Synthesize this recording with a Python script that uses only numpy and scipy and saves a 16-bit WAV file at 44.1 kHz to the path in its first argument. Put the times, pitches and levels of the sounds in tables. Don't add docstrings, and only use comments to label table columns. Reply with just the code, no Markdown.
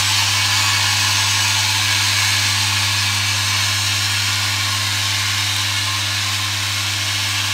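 import sys
import numpy as np
from scipy import signal
from scipy.fft import rfft, irfft, next_fast_len
from scipy.io import wavfile
from scipy.ndimage import map_coordinates

SR = 44100
rng = np.random.default_rng(int(sys.argv[2]) if len(sys.argv) > 2 else 0)


def unload_wav(signal):
    wavfile.write(
        sys.argv[1],
        SR,
        np.round(np.clip(np.atleast_2d(signal).T, -1, 1) * 32767).astype(np.int16),
    )


N = 332073
DRIVE_HZ = 100.03

# centre in Hz, width in Hz, dB over the broad colour.
RIGHT_BOWL_MODES = [(878, 55, 14.6), (1014, 59, 14.7), (1121, 21, 15.6), (1203, 12, 15.8), (1212, 15, 1.5),
                    (1255, 12, 22.0), (1319, 23, 20.9), (1423, 51, 18.7), (1546, 13, 16.9),
                    (1653, 50, 16.8), (1730, 15, 13.7), (1742, 14, 11.0), (1842, 14, 10.8), (1898, 23, 7.7),
                    (2238, 15, 15.0), (2312, 73, 11.9), (2523, 29, 13.9), (2658, 99, 10.0), (2829, 35, 7.4),
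                    (2940, 29, 13.2), (3157, 94, 5.8), (3499, 50, 5.8), (3707, 34, 4.7), (3921, 48, 3.3),
                    (4125, 48, 5.8), (4250, 30, 4.8), (4720, 33, 3.9), (6478, 329, 3.0), (7834, 36, 7.5),
                    (8831, 50, 4.0)]
LEFT_BOWL_MODES = [(777, 37, 12.2), (858, 26, 18.8), (897, 11, 22.0), (972, 14, 17.8), (1053, 43, 20.5),
                   (1159, 12, 16.6), (1325, 26, 7.0), (1437, 40, 18.2), (1545, 13, 20.0), (1701, 82, 21.6),
                   (1838, 45, 19.5), (1935, 20, 15.6), (2008, 30, 22.0), (2174, 74, 21.9), (2323, 27, 17.9),
                   (2480, 95, 12.8), (2704, 47, 13.1), (2840, 106, 13.3), (2994, 18, 9.7),
                   (3178, 119, 12.4), (3458, 44, 10.8), (3699, 86, 11.5), (4000, 250, 8.4), (4388, 58, 6.4),
                   (4645, 23, 5.6), (5256, 89, 6.9), (5531, 70, 2.7), (5804, 85, 1.5), (6013, 52, 3.5),
                   (9932, 69, 7.4)]
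GUIDE_RAIL_MODES = [(3745, 25, 3), (4370, 30, 1), (4543, 30, 1), (5250, 70, -1), (5660, 35, 1),
                    (6025, 40, 0), (6225, 40, 0), (6370, 60, 0), (6700, 70, -1), (7080, 80, 0),
                    (7515, 35, 1), (8090, 40, 2), (8195, 40, 1), (8830, 50, 0), (9400, 80, -1),
                    (10150, 70, 1)]
# frequency in Hz, gain in dB.
RIGHT_BOWL_COLOUR = [(450, -62.5), (720, -21), (850, -12), (1100, -12.5), (1280, -28), (1600, -11.5),
                     (2000, -4.5), (2400, -5), (4300, 1.5), (6600, -6), (9300, -11.5), (10500, -21),
                     (13600, -17), (15700, -22.5)]
LEFT_BOWL_COLOUR = [(450, -60.5), (720, -20), (850, -23.5), (1100, -7.5), (1280, -9.5), (1600, -10.5),
                    (2000, -14.5), (2400, -6), (4300, 2), (6600, -1.5), (9300, -7), (10500, -15.5),
                    (13600, -11), (15700, -25)]
# time in seconds, distance in m, right bowl's share of the power.
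MIC_PATH = [(0, .5, 0.4), (.6, 0.52, .89), (1.5, 0.54, 0.82), (2.3, 0.52, 0.6), (3, 0.64, 0.56),
            (3.8, 0.71, 0.34), (5, 0.85, 0.33), (6.4, 1.07, .21), (7.5, 0.91, .31)]

def rattle(ring_hz=1300, sizzle_hz=5000):
    right_hits = hops(count=110, wander=.12, scatter=.03, force_db=2, spell_db=2.5)
    right = resonate(right_hits, RIGHT_BOWL_COLOUR, [*RIGHT_BOWL_MODES, *GUIDE_RAIL_MODES])
    left_hits = hops(count=130, wander=.12, scatter=.03, force_db=2, spell_db=2.5)
    left = resonate(left_hits, LEFT_BOWL_COLOUR, [*LEFT_BOWL_MODES, *GUIDE_RAIL_MODES])
    distance_m, right_share = curves(MIC_PATH)
    both = workshop(np.sqrt(right_share) * unit(right) + np.sqrt(1 - right_share) * unit(left))
    ring = filtered(both, lambda hz: 1 / (1 + (hz / ring_hz) ** 16))
    sizzle = filtered(both, lambda hz: 1 - 1 / (1 + (hz / sizzle_hz) ** 16))
    clatter = unit(both - ring - sizzle)
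    sizzle = unit(sizzle * amp(.45 * wobble(26)))
    ring_db = -11 + 2 * np.clip((right_share - .72) / .13, 0, 1)
    sizzle_db = -5.5 - .44 * np.log2(distance_m)
    return amp(clatter_db()) * (clatter + amp(ring_db) * unit(ring) + amp(sizzle_db) * sizzle)


def clatter_db(direct_1m_db=-26.5, room_radius_m=.78):
    distance_m, _ = curves(MIC_PATH)
    return direct_1m_db + 10 * np.log10(1 / distance_m ** 2 + 1 / room_radius_m ** 2)


def hops(count, wander, scatter, force_db, spell_db):
    stroke = np.arange(int(N / SR * DRIVE_HZ) + 1)
    part = np.arange(count)[:, None]
    shape = (count, len(stroke))

    def drift():
        noise = rng.standard_normal(shape)
        return unit(signal.fftconvolve(noise, np.hanning(40)[None], "same", axes=1))

    lands = (stroke + rng.integers(0, 6, (count, 1))) % (1 + part % 3) == 0
    moment = part / count + wander * drift() + scatter * rng.standard_normal(shape)
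    force = amp(spell_db * drift() + force_db * rng.standard_normal(shape))
    force *= rng.choice([-1, 1], (count, 1))
    at = np.round((stroke + moment) / DRIVE_HZ * SR).astype(int) % N
    return unit(np.bincount(at[lands], force[lands], N))


# time in seconds, rms level in dB.
DRIVE_LEVELS = [(0.15, -27.5), (0.7, -27), (1.95, -27.5), (2.69, -26), (6.19, -28.5), (7.4, -29)]
# multiple, dB re the mean drive level, waver in dB, dB per dB of drive rise.
DRIVE_OVERTONES = [(2, -18, 1.3, 1.8), (3, -19, 0.8, -0.2), (5, -48, .7, 1), (6, -42, .7, 1),
                   (9, -24, 4, 3)]

def magnets():
    drive_db, = curves(DRIVE_LEVELS)
    rise_db = drive_db - drive_db.mean()
    overtones = sum(amp(db + follow * rise_db + waver_db * wobble(4.8)) * tone(multiple)
                    for multiple, db, waver_db, follow in DRIVE_OVERTONES)
    return amp(drive_db) * tone(1) + amp(drive_db.mean()) * overtones


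# start in seconds, length in seconds, pitch in Hz, crest in dB rms.
JINGLE_SPELLS = [(0, 0.16, 7860, -33), (0, 0.49, 5260, -32), (.58, .16, 7100, -33), (.8, 0.96, 7860, -34),
                 (.55, 1.1, 6370, -36), (1.1, .6, 6680, -34), (1.6, 1.1, 1666, -33),
                 (1.8, 1.5, 4130, -31.5), (2.6, 0.58, 2510, -31.5), (2.97, .06, 5243, -28),
                 (3, .8, 6600, -39), (3.2, .8, 6330, -40), (6.4, 1.4, 3240, -35)]

def jingles(width_hz=32, stray_count=10, stray_s=1.3):
    taps = hops(count=12, wander=.15, scatter=.032, force_db=5, spell_db=2)
    sound, level_db = np.zeros(N), clatter_db()
    strays = []
    for when, which in rng.random((stray_count, 2)):
        hz = GUIDE_RAIL_MODES[int(which * len(GUIDE_RAIL_MODES))][0]
        db = level_db[int(when * N)] - 19 + along(LEFT_BOWL_COLOUR, hz)
        strays.append((when * (N - SR // 4) / SR, stray_s, hz, db))
    for start_s, length_s, hz, db in [*JINGLE_SPELLS, *strays]:
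        at = np.arange(int(start_s * SR), min(int((start_s + length_s) * SR), N))
        swell = np.abs(np.sin(np.pi * (at / SR - start_s) / length_s)) ** .5
        ring = signal.lfilter(*signal.iirpeak(hz, hz / width_hz, SR), taps[at])
        sound[at] += amp(db) * swell * unit(ring)
    return sound


# centre in Hz, width in Hz, dB over the broad colour.
SPRUNG_BASE_MODES = [(35, 6, 3), (51, 5, 6), (66, 2.5, 17.5), (217.5, 3.6, 11), (255, 6.2, 15.5),
                     (315, 2.2, 22.5), (350, 3.5, 17), (374, 8.6, 15.5), (400, 3.6, 17.5), (430, 4.5, 18.5),
                     (462.6, 6.7, 18.5), (511.5, 6.2, 18.5), (536, 13, 18.5), (547.6, 10, 19),
                     (582, 6.3, 20.5), (594, 5.5, 5), (640, 6.3, 25.5), (707, 6, 18), (738.6, 12, 18),
                     (780.5, 7.2, 18.5)]
# frequency in Hz, gain in dB.
SPRUNG_BASE_COLOUR = [(10, -42), (27, -13), (35, -3), (120, 2), (280, -1.5), (430, -13), (560, -10),
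                      (790, -2), (1000, -24), (2000, -68)]

def bases():
    load = hops(count=60, wander=.4, scatter=.3, force_db=2, spell_db=1.5)
    _, right_share = curves(MIC_PATH)
    rumble = unit(resonate(load, SPRUNG_BASE_COLOUR, SPRUNG_BASE_MODES))
    return amp(-42.5 + 3.1 * right_share) * rumble


# frequency in Hz, gain in dB.
PLASTIC_COLOUR = [(2000, -22), (6000, -2), (9000, 2), (10500, -2.5), (13600, -8), (15700, -3)]

def ticks():
    knocks = hops(count=10, wander=.15, scatter=.061, force_db=5, spell_db=5)
    knocks *= amp(2.8 * wobble(28))
    return amp(clatter_db() - 23) * unit(resonate(knocks, PLASTIC_COLOUR, []))


def touched_track(start_s=.58, attack_s=.2, hold_s=.38, release_s=.42, crest_db=-50.5):
    corners_s = start_s + np.cumsum([0, attack_s, hold_s, release_s])
    swell = np.interp(np.arange(N) / SR, corners_s, [0, 1, 1, 0])
    drive_db, = curves(DRIVE_LEVELS)
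    return np.maximum(amp(crest_db) * swell, amp(drive_db - 39)) * tone(1.5)


# frequency in Hz, T60 in seconds.
WORKSHOP_T60 = [(200, 0.73), (2000, 0.43), (6000, 0.28), (14000, 0.22)]

def workshop(x, wet_db=-4, places=18):
    hz, t, noise = signal.stft(rng.standard_normal((places, SR // 4)), SR, nperseg=256)
    decay = amp(-60 * t / along(WORKSHOP_T60, hz)[:, None])
    _, tails = signal.istft(noise * decay, SR, nperseg=256)
    size, step = tails.shape[1], N // (places - 1) + 1
    padded = np.pad(x, (step + size - 1, 2 * step), mode="wrap")
    wet = np.zeros((places + 1) * step)
    for place, tail in enumerate(tails):
        segment = padded[place * step:][:2 * step + size - 1]
        reverb = signal.fftconvolve(segment, tail / np.linalg.norm(tail), "valid")
        wet[place * step:][:2 * step] += signal.windows.cosine(2 * step) * reverb
    return x + amp(wet_db) * wet[step:step + N]


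def resonate(hits, colour, modes, size=32768):
    hz = np.fft.rfftfreq(size, 1 / SR)
    peaks = 1 + sum(amp(db) ** 2 / (1 + (2 * (hz - centre) / width) ** 2) for centre, width, db in modes)
    cepstrum = irfft(np.log(amp(along(colour, hz)) * np.sqrt(peaks) + 1e-6))
    cepstrum[1:size // 2] *= 2
    cepstrum[size // 2 + 1:] = 0
    impulse = irfft(np.exp(rfft(cepstrum)))[:size // 2]
    wrapped = np.r_[hits[N - len(impulse) + 1:], hits]
    return signal.fftconvolve(wrapped, impulse, "valid")


def tone(multiple):
    return np.sqrt(2) * np.sin(2 * np.pi * (multiple * DRIVE_HZ * np.arange(N) / SR + rng.random()))


def amp(db):
    return 10 ** (np.asarray(db) / 20)


def unit(x):
    return x / np.sqrt(np.mean(x ** 2) + 1e-20)


def along(points, hz):
    knots_hz, values = np.transpose(points)
    return np.interp(np.log(hz + 1), np.log(knots_hz + 1), values)


def curves(rows):
    times_s, *columns = np.transpose(rows)
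    return [np.interp(np.arange(N) / SR, times_s, column) for column in columns]


def wobble(knots_per_s):
    return map_coordinates(rng.standard_normal(256), [np.arange(N) * knots_per_s / SR], mode="mirror")


def filtered(x, response):
    size = next_fast_len(N + SR // 4)
    return irfft(rfft(x, size) * response(np.fft.rfftfreq(size, 1 / SR)), size)[:N]


def scene():
    return np.tile(rattle() + jingles() + ticks() + bases() + magnets() + touched_track(), (2, 1))


def record(dry):
    top_hz = 15720
    return np.array([filtered(channel, lambda hz: hz < top_hz) for channel in dry])


dry = scene()
out = record(dry)
unload_wav(out)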